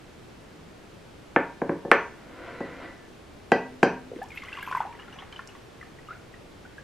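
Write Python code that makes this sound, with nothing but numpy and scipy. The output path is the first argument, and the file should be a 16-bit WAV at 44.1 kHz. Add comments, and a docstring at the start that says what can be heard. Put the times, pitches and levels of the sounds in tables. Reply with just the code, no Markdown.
"""First a quiet room is heard as soft noise; then a glass mug is knocked down on a hard table top and slid
along the table; then a bottle is set down with two hard knocks. Each touch shakes dying sines in table and
glass, and many tiny slips make the scrape. Then water pours from the bottle: a few gulps, a burst of bubbles
and spray, and sparse bubbles as it fills. Plops are short rising sines with a little noise; the crowd of
bubbles is many small rising sines; the spray is many tiny sines of steady pitch."""
import sys
import numpy as np
from scipy import signal
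from scipy.fft import rfft, irfft
from scipy.io import wavfile
from scipy.ndimage import uniform_filter1d

SR = 44100
rng = np.random.default_rng(int(sys.argv[2]) if len(sys.argv) > 2 else 0)


def transcribe(u):
    """Save the signal u as a 16-bit wav file named by the first command-line argument.

    u: samples, shape (n,) or (channels, n), limited to [-1, 1]; the rate is SR.
    q: integer samples, one column per channel.
    """
    v = np.clip(np.atleast_2d(u).T, -1, 1)
    q = np.round(v * 32767).astype(np.int16)
    wavfile.write(sys.argv[1], SR, q)


N = 301203  # length of the scene [samples]


def amp(db):
    """Turn decibels into a plain multiplier."""
    return 10 ** (np.asarray(db) / 20)


def evened(x):
    """Scale a sound to an average (RMS) level of 1."""
    return x / np.sqrt(np.mean(x ** 2) + 1e-20)


def read(points, hz):
    """Read a (pitch, value) table at any pitch, in even steps of octaves."""
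    f, value = np.transpose(points)
    return np.interp(np.log(hz + 1), np.log(f + 1), value)


def curve(rows, column):
    """Draw a dB column over the whole scene, at -120 dB outside its rows."""
    rows = np.array(rows)
    return np.interp(np.arange(N) / SR, rows[:, 0], rows[:, column], -120, -120)


def add(mix, s, sound):
    """Add a sound to the mix, starting at s seconds."""
    part = mix[round(s * SR):][:len(sound)]
    part += sound[:len(part)]


def low(x, hz, order):
    """Keep what lies below a pitch."""
    return signal.sosfilt(signal.butter(order, min(hz, 20000), fs=SR, output="sos"), x)


def band(x, lo_hz, hi_hz):
    """Keep what lies between two pitches."""
    return signal.sosfilt(signal.butter(2, [lo_hz, min(hi_hz, 20000)], "band", fs=SR, output="sos"), x)


def ring(modes, extra_db=0, swap=1):
    """Sum of dying sines; a negative swap starts neighbours in opposite directions."""
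    hz, db, t60 = np.transpose(modes)[:, :, None]
    t = np.arange(SR // 2) / SR
    sign = swap ** np.arange(len(modes))[:, None]  # a swap smaller than 1 also weakens later rows
    level = amp(db + np.reshape(extra_db, (-1, 1)) - 60 * t / t60)
    return (sign * level * np.sin(2 * np.pi * hz * t)).sum(0)


def bursts(per_s, spread_db):
    """Random single-sample pushes, uneven in size, at an average rate per second."""
    size = amp(spread_db * np.minimum(rng.exponential(1, N), 4))
    return size * (rng.random(N) < per_s / SR)


# Tone colour of the room noise: (pitch [Hz], relative level [dB])
AIR_COLOUR = [(12, -37), (20, -24), (48, -1), (169, -3), (212, -3), (297, -4.5), (361, -3), (1020, -14),
              (1510, -15.5), (1690, -16.5), (2970, -20.5), (8650, -32.5), (13900, -41), (15600, -55),
              (16500, -74)]
# How alike left and right are in that noise: (pitch [Hz], likeness [0 to 1])
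AIR_LIKENESS = [(60, 1), (180, 0.61), (550, 0.18), (1650, 0.38), (4970, 0.51), (15000, 0.2)]
AIR_DB = -48  # average level of the noise


def air():
    """Room noise: random short-time spectra with faint patches."""
    frames, hz = N // 256 + 5, np.fft.rfftfreq(1024, 1 / SR)
    a, b, c, d, patches = rng.standard_normal((frames, 513, 5)).T
    patches = evened(uniform_filter1d(uniform_filter1d(patches, 10, 0), 14, 1))
    same = np.clip(read(AIR_LIKENESS, hz), -1, 1)[:, None]
    left = a + 1j * b
    right = same * left + np.sqrt(1 - same ** 2) * (c + 1j * d)
    spectra = np.array([left, right]) * amp(read(AIR_COLOUR, hz)[:, None] + 0.3 * patches)
    noise = signal.istft(spectra, nperseg=1024, noverlap=768)[1][:, :N]
    return amp(AIR_DB) * evened(noise)


# Glass meets table; the last two knocks set the bottle down:
# (time [s], blow [dB], tilt to the bass [dB per octave], thump [dB],
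# ring of mug base [dB], ring of mug wall [dB], ring of bottle [dB], click [dB], chatter [dB])
# All levels after the blow are relative to it.
KNOCKS = [(1.3616, 2.5, -0.5, -3.5, -17.5, -47, -72, -38, -65),
          (1.6169, -5, 5, -9.5, -62, -54, -90, -62, -64),
          (1.6931, -3.5, 4.5, -7.5, -60, -51, -90, -60, -64),
          (1.7179, -10, 2.5, 9, -44, -42, -90, -54, -53),
          (1.85, -12.5, 10.5, -15.5, -32, -58, -90, -55, -60),
          (1.88, -19.5, 12, -19, -29, -51, -92, -67, -53), (1.915, 7, -2, -10, -16.5, -34.5, -82, -13, -52),
          (2.6052, -11, 4.5, -7, -45, -29, -57, -27, -60),
          (3.5184, 3.5, 5.5, -11.5, -51, -26.5, -41.5, -20.5, -51),
          (3.8296, 5.5, 3, -7.5, -55, -48, -43, -42, -34)]
# Ways the table top shakes: (pitch [Hz], level [dB], time to fall 60 dB [s])
TABLE_MODES = [(130, -11, 0.076), (187, -3.5, 0.23), (264.3, -2, 0.27), (321, 4.5, 0.077),
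               (447.5, 8, 0.031), (481.4, 2.5, 0.14), (552.4, 1, 0.21), (569, 6, 0.033), (750, 11, 0.012),
               (946, -1, 0.09), (1050, -1, 0.049), (1297, 5.5, 0.0088), (1574, 5, 0.042), (1800, -3, 0.073),
               (2150, 14.5, 0.0059), (2620, 9.5, 0.0049), (3000, -8, 0.011), (3360, 3.5, 0.0063),
               (4070, -10, 0.0056)]
# Ways the dry mug rings, base first, then wall, then rim: (pitch [Hz], level [dB], time to fall 60 dB [s])
MUG_MODES = [(1760, 0, .1), (1958, 0, .25), (3494, -12, .12), (3975, -1, .05), (5990, 0, .4),
             (12460, -18, .25)]
# Ways the bottle rings: (pitch [Hz], level [dB], time to fall 60 dB [s])
BOTTLE_MODES = [(255, -0.5, 1), (755, 25, 0.039), (1566, 23, 0.05), (2574, 23.5, 0.02), (2740, 8, 0.03),
                (3143, 4.5, 0.085), (3925, 3.5, 0.042), (4150, -4.5, 0.11), (4590, -9, 0.16),
                (5040, -17, 0.17), (4900, -6, 0.12), (5450, -13, 0.17), (6000, -12, 0.14)]
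# Ring of the bottle as it chatters: (pitch [Hz], level [dB], time to fall 60 dB [s])
NECK_MODES = [(5850, -22, 0.32)]
THUMP_HZ = 340  # table modes below this carry the thump
# A harder blow makes a shorter, brighter contact: its top pitch at a 0 dB blow, and octaves up per dB
HARD_HZ, HARD_OCT_PER_DB = 2500, 0.0791
CONTACT_S = 0.00075  # the blow takes about this long to build
RIM_DB = -41  # level of the rim, relative to the click
# First wave through the table: level, final pitch with no tilt, octaves down per dB of tilt, swell time
FRONT_DB, FRONT_HZ, FRONT_OCT_PER_DB, FRONT_S = -14.5, 898, 0.11, 0.00065


def first_wave(t, bass_db):
    """High waves run ahead through the table top, so the first wave sweeps down in pitch."""
    u = t / FRONT_S
    front_hz = FRONT_HZ * 2 ** (-FRONT_OCT_PER_DB * bass_db)
    turns = front_hz * (t + 1.41 * FRONT_S * (1 - np.exp(-u)))
    return amp(FRONT_DB) * u * np.exp(1 - u) * np.sin(2 * np.pi * turns)


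def knocks():
    """Each blow shakes the table through a soft contact; the glass rings, clicks and chatters."""
    out, mug = np.zeros((2, N))
    table_hz = np.array(TABLE_MODES)[:, 0]
    t = np.arange(SR // 2) / SR
    for s, db, bass_db, thump_db, base_db, wall_db, bottle_db, click_db, chatter_db in KNOCKS:
        hard_hz = HARD_HZ * 2 ** (HARD_OCT_PER_DB * db)
        rim_db = click_db + RIM_DB
        place_db = rng.standard_normal(len(TABLE_MODES))  # every spot drives the modes differently
        place_db += thump_db * (table_hz < THUMP_HZ) - bass_db * np.log2(table_hz / 700)
        table = ring(TABLE_MODES, place_db, swap=-0.93)
        table *= 1 + 8 * np.exp(-t / 0.0054)  # the first waves leave strongest
        table *= 1 - np.exp(-(t / CONTACT_S) ** 2)  # the contact builds up
        table = low(table, hard_hz, order=3)
        table *= 3.34 / np.linalg.norm(table[:600])  # same strength at the start, before the blow level

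        mug_ring = ring(MUG_MODES, [base_db, wall_db, rim_db, rim_db, rim_db, rim_db])
        mug_ring *= 1 - np.exp(-t / 0.003)  # the mug takes a moment to pick up the blow
        add(mug, s, amp(db) * mug_ring)

        bottle = ring(BOTTLE_MODES, bottle_db) + ring(NECK_MODES, chatter_db)
        bottle *= 1 - np.exp(-t / 0.00033)
        front = low(first_wave(t, bass_db), hard_hz, order=2)
        hiss = band(rng.standard_normal(len(t)), 4700, 8070)
        hiss *= amp(click_db - 60 * t / 0.0021) + amp(chatter_db - 60 * t / 0.051)  # short click, longer chatter
        add(out, s, amp(db) * (table + bottle + front + hiss))
    return band(band(out, 88, 21000), 88, 21000), mug  # the table radiates no deep bass


# How fast the echo dies: (pitch [Hz], time to fall 60 dB [s])
ROOM_DECAY = [(150, 0.28), (500, 0.38), (1500, 0.34), (3000, 0.32), (6000, 0.3), (12000, 0.021)]


def room(x, width=0.082, treble_width=1.0):
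    """Echo of sparse random taps, each band dying at its own speed; nearly mono bass, wide treble."""
    taps = np.zeros((2, SR // 2))
    at = np.arange(120, SR // 2 - 20, 20) + rng.integers(0, 20, (2, (SR // 2 - 121) // 20))
    np.put_along_axis(taps, at, rng.choice([-1., 1.], at.shape), 1)
    hz, t, spectra = signal.stft(taps, SR, nperseg=256)
    dying = spectra * amp(-60 * t / read(ROOM_DECAY, hz)[:, None])
    tones = rfft(signal.istft(dying, SR, nperseg=256)[1])
    power = abs(tones) ** 2
    # even out narrow peaks, keep the broad colour
    tones *= np.sqrt(uniform_filter1d(power, size=500) / uniform_filter1d(power, size=40))
    tails = irfft(tones)
    mid, side = tails * np.clip(np.linspace(5, -.5, tails.shape[1]), 0, 1)  # fade out the end
    side = width * side + 0.12 * band(side, 600, 3000) + treble_width * band(side, 4500, 15000)
    tail = np.array([mid + side, mid - side]) / np.linalg.norm(mid)
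    return signal.fftconvolve(x[None], tail, axes=1)[:, :N]


# Mug dragged over the table: (time [s], level [dB], glass ring relative to the scrape [dB])
SLIDE = [(2.12, -57.5, -26), (2.3, -51, -28), (2.48, -42, -26), (2.59, -45.5, -5), (2.66, -44, -11),
         (2.75, -46, -16), (2.84, -41.5, -14), (2.94, -54, -5), (3.06, -72, 11.5)]


def slide():
    """Dense small slips, uneven in size, scrape, drive the table and set the mug ringing."""
    slips = bursts(2500, spread_db=2.0) * rng.choice([-1, 1], N)
    tilt_db = 0.5 * np.log2(np.array(TABLE_MODES)[:, 0] / 700)
    table = evened(signal.oaconvolve(slips, ring(TABLE_MODES, tilt_db, swap=-0.97))[:N])
    scrape = evened(band(slips, 280, 3350))
    rub = evened(low(table + 1.42 * scrape, 1820, order=2))
    mug_ring = ring(MUG_MODES, [-8.5, -12.5, -18, -17, -42, -36])
    mug_ring /= np.linalg.norm(mug_ring)
    push = amp(curve(SLIDE, 1) + curve(SLIDE, 2)) * evened(slips)
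    glass = signal.oaconvolve(push, mug_ring)[:N]
    return amp(curve(SLIDE, 1)) * rub + glass


def bubble(hz, rise, length):
    """A sine that swells in a cycle or two, climbs in pitch if rise is above 0, and is 60 dB down at length."""
    t = np.arange(4000) / SR
    turns = np.cumsum(hz * 2 ** (rise * np.minimum(t, length))) / SR
    swell = 1 - np.exp(-(t * hz / 1.2) ** 2)
    return swell * amp(-60 * (t / length) ** 1.5) * np.sin(2 * np.pi * turns)


# Loud plops, splashes and clicks of water; some events are several pitches sounding together:
# (time [s], level [dB], starting pitch [Hz], rise [octaves per second])
PLOPS = [(4.115, -24.5, 455, 2), (4.133, -29, 430, 4.3), (4.16, -25.5, 324, 3.6), (4.186, -31.5, 450, 7.8),
         (4.215, -29.5, 707, 15.3), (4.218, -35, 1695, 4.1), (4.304, -39, 2380, 2.8),
         (4.318, -37, 2150, 4.9), (4.34, -41, 2150, 3.3), (4.36, -40, 2530, 3.3), (4.374, -29.5, 2150, 1.9),
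         (4.374, -34, 2410, 2.2), (4.374, -30, 2660, 1.6), (4.42, -33, 2095, 2), (4.434, -36, 1110, 2.6),
         (4.449, -39, 2090, 3), (4.458, -48, 1260, 5.3), (4.468, -46, 1500, 5.2), (4.484, -34, 2003, 4),
         (4.52, -41, 1580, 3.9), (4.528, -29, 2690, 2.9), (4.538, -38, 1520, 3), (4.55, -37, 2000, 3),
         (4.569, -35.5, 2800, 2.1), (4.573, -30, 1120, 1.9), (4.586, -32, 1014, 3), (4.59, -39, 2070, 3),
         (4.608, -38, 2740, 2), (4.626, -36, 2210, 3), (4.628, -28.5, 1610, 2.2), (4.664, -41, 2620, 3),
         (4.674, -26, 990, 2.7), (4.685, -32, 1105, 3), (4.712, -22.5, 1020, 2.4),
         (4.724, -23.5, 1060, 1.8), (4.725, -26, 1430, 2.9), (4.726, -38, 1880, 3), (4.75, -29, 1520, 4.7),
         (4.749, -14, 1030, 1.1), (4.77, -22.5, 933, 5.2), (4.78, -37, 1940, 6.6),
         (4.8035, -12.5, 890, 0.51), (4.809, -34, 1470, 3.6), (4.813, -26, 880, 2.3),
         (4.851, -25, 790, 1.6), (4.925, -48, 2290, 2.4), (4.95, -44, 1920, 3), (4.99, -44, 1670, 5),
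         (4.995, -42, 990, 4.5), (4.997, -40.5, 2830, 3), (5.02, -44, 2900, 3), (5.081, -41, 1370, 2.7),
         (5.126, -41.5, 2860, 3), (5.155, -49, 1800, 2.5), (5.158, -42.5, 750, 4.1),
         (5.185, -39, 1080, 2.8), (5.187, -40.5, 2850, 13), (5.187, -42, 3310, 3.8), (5.221, -41, 970, 3),
         (5.221, -46, 1800, 3), (5.222, -39, 750, 3.8), (5.325, -44, 2320, 3), (5.326, -38, 3050, 1.8),
         (5.361, -36, 2990, 2.1), (5.391, -32.5, 1380, 4), (5.391, -35, 1760, 3.3), (5.391, -33, 1050, 2.8),
         (5.489, -44.5, 2850, 2.7), (5.551, -48, 1930, 2.5), (5.55, -42, 1100, 2.5),
         (5.812, -36, 1980, 1.8), (5.827, -39, 1770, 2), (5.827, -41.5, 1220, 3), (5.987, -43.5, 1900, 3.2),
         (6.086, -35, 1210, 7.9), (6.106, -32, 1302, 11), (6.075, -50, 2830, 3), (6.128, -46, 1830, 51),
         (6.153, -42, 1460, 3.3), (6.34, -40, 1880, 2.3), (6.651, -42, 1450, 4.7), (6.781, -36, 1610, 5.2)]
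# Life of a sine of steady pitch at 1 kHz [s], seconds added per octave a second of rise, power of pitch
LIFE_S, LIFE_PER_RISE, LIFE_PITCH = 0.018, 0.0037, -0.017
BURST_OCT = 1.8  # the life ends at the latest after rising this many octaves
TICK_DB, TICK_T60 = -17, 0.015  # rough tick at the start: level relative to the plop, seconds to fall 60 dB


def plops():
    """Loud plops, splashes and clicks: each row is a rising sine with a rough tick and a ragged splash."""
    out = np.zeros(N)
    t = np.arange(1500) / SR
    for (s, db, hz, rise), noise in zip(PLOPS, rng.standard_normal((len(PLOPS), len(t)))):
        life = (LIFE_S + LIFE_PER_RISE * rise) * (hz / 1000) ** LIFE_PITCH
        add(out, s, amp(db) * bubble(hz, rise, min(life, BURST_OCT / rise)))
        tick = evened(band(noise, 0.41 * hz, 1.0 * hz))
        add(out, s, amp(db + TICK_DB - 60 * t / TICK_T60) * tick)
        splash = evened(band(noise, 0.87 * hz, 1.63 * hz))
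        splash *= amp(-60 * t / 0.27) * (1 - np.exp(-t / 0.00066))
        splash_db = db - 24.5 + 0.88 * np.log2(hz / 1000)  # high pitches come with more splash than low ones
        add(out, s, amp(splash_db) * splash)
    return out


# Drops bursting on the glass wall: (time [s], level [dB], centre pitch [Hz])
SPITS = [(4.231, -50, 10740), (4.24, -52, 6600), (4.286, -52, 7400), (4.352, -57, 12500),
         (4.437, -50, 6170), (4.6276, -45, 12700), (4.665, -57, 12450), (4.7103, -47, 5270),
         (4.717, -49, 5070), (4.7701, -49, 11600), (5.139, -57, 6000), (5.3254, -48, 5350),
         (5.474, -40.5, 6900)]
WET_RING = 0.56  # water shortens the ring of the mug to this share


def spits():
    """Each drop is a short hiss on the wall that also rings the mug modes close to its pitch."""
    out = np.zeros(N)
    t = np.arange(1500) / SR
    wet_mug = np.array(MUG_MODES) * [1, 1, WET_RING]
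    mug_hz, mug_db = wet_mug[:, 0], wet_mug[:, 1]
    for s, db, hz in SPITS:
        hiss = evened(band(rng.standard_normal(len(t)), 0.72 * hz, 1.13 * hz))
        add(out, s, amp(db - 60 * t / 0.018) * hiss)
        nearness_db = -300 * abs(np.log2(mug_hz / hz))
        add(out, s, ring(wet_mug, db - mug_db + nearness_db))  # the modes' own levels cancel out
    return out


# Stream of water, levels before clumping:
# (time [s], gurgle level [dB], spray level [dB], pitch of the loudest small bubbles [Hz])
POUR = [(4.15, -56, -72, 2500), (4.3, -56.5, -68, 2620), (4.45, -49.5, -69, 2580), (4.62, -46, -65.5, 2340),
        (4.78, -46.5, -61, 2090), (4.9, -55.5, -79, 1800), (5.2, -51, -82, 1980), (5.6, -58, -69, 1980),
        (6.83, -68, -88, 1780)]
CLUMP_S, BETWEEN = 0.025, 0.4  # how fast a clump thins out [s], and what is left between clumps


def small_bubbles():
    """A crowd of small rising sines at random times, loudest near the pitch set by the stream."""
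    crowd = np.zeros(N)
    pitches = np.geomspace(750, 3384, 24)  # [Hz]
    size = bursts(1400, spread_db=2.5)
    kind = rng.integers(0, len(pitches), N)
    loudest_hz = np.interp(np.arange(N) / SR, *np.array(POUR)[:, [0, 3]].T)
    for k, hz in enumerate(pitches):
        share = amp(-5.0 * np.log2(hz / loudest_hz) ** 2)
        crowd += signal.oaconvolve(size * share * (kind == k), bubble(hz, 2.6, 25 / hz))[:N]
    return crowd


def fine_spray():
    """Droplets of each size fall on their own, each a tiny sine of steady pitch."""
    spray = np.zeros(N)
    for hz in np.geomspace(4500, 13000, 8):
        spray += signal.oaconvolve(bursts(400, spread_db=3.5), bubble(hz, 0, 30 / hz))[:N]
    return spray


def water():
    """Plops and spits; small bubbles and spray get louder at each plop and fade between them."""
    single = plops()
    crowd = small_bubbles()
    single += spits()
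    spray = fine_spray()
    now, born = np.arange(N) / SR, np.sort(np.array(PLOPS)[:, 0])
    since = now - born[np.maximum(np.searchsorted(born, now) - 1, 0)]  # time from the latest plop
    clumps = BETWEEN + np.exp(-abs(since) / CLUMP_S)
    stream = amp(curve(POUR, 1)) * evened(crowd) + amp(curve(POUR, 2)) * evened(spray)
    return single + clumps * stream


def scene():
    """Mix the direct sounds, slightly stronger on the left, with their room echo and the room noise."""
    blows, mug = knocks()
    solid, wet = blows + slide(), water()
    near = (solid + mug) * amp([[.2], [-.2]]) + wet * amp([[.3], [-.3]])
    to_room = amp(-9.0) * low(solid, 6600, order=2) + amp(-13.5) * wet + amp(-10) * mug
    return near + room(to_room) + air()


def record(dry):
    """Flatten any peaks beyond full scale, then cut the treble above 16650 Hz."""
    held = np.clip(dry, -1, 1)
    treble_cut = signal.firwin(511, 16650, window=("kaiser", 9), fs=SR)
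    return signal.oaconvolve(held, treble_cut[None], "same")


dry = scene()
out = record(dry)
transcribe(out)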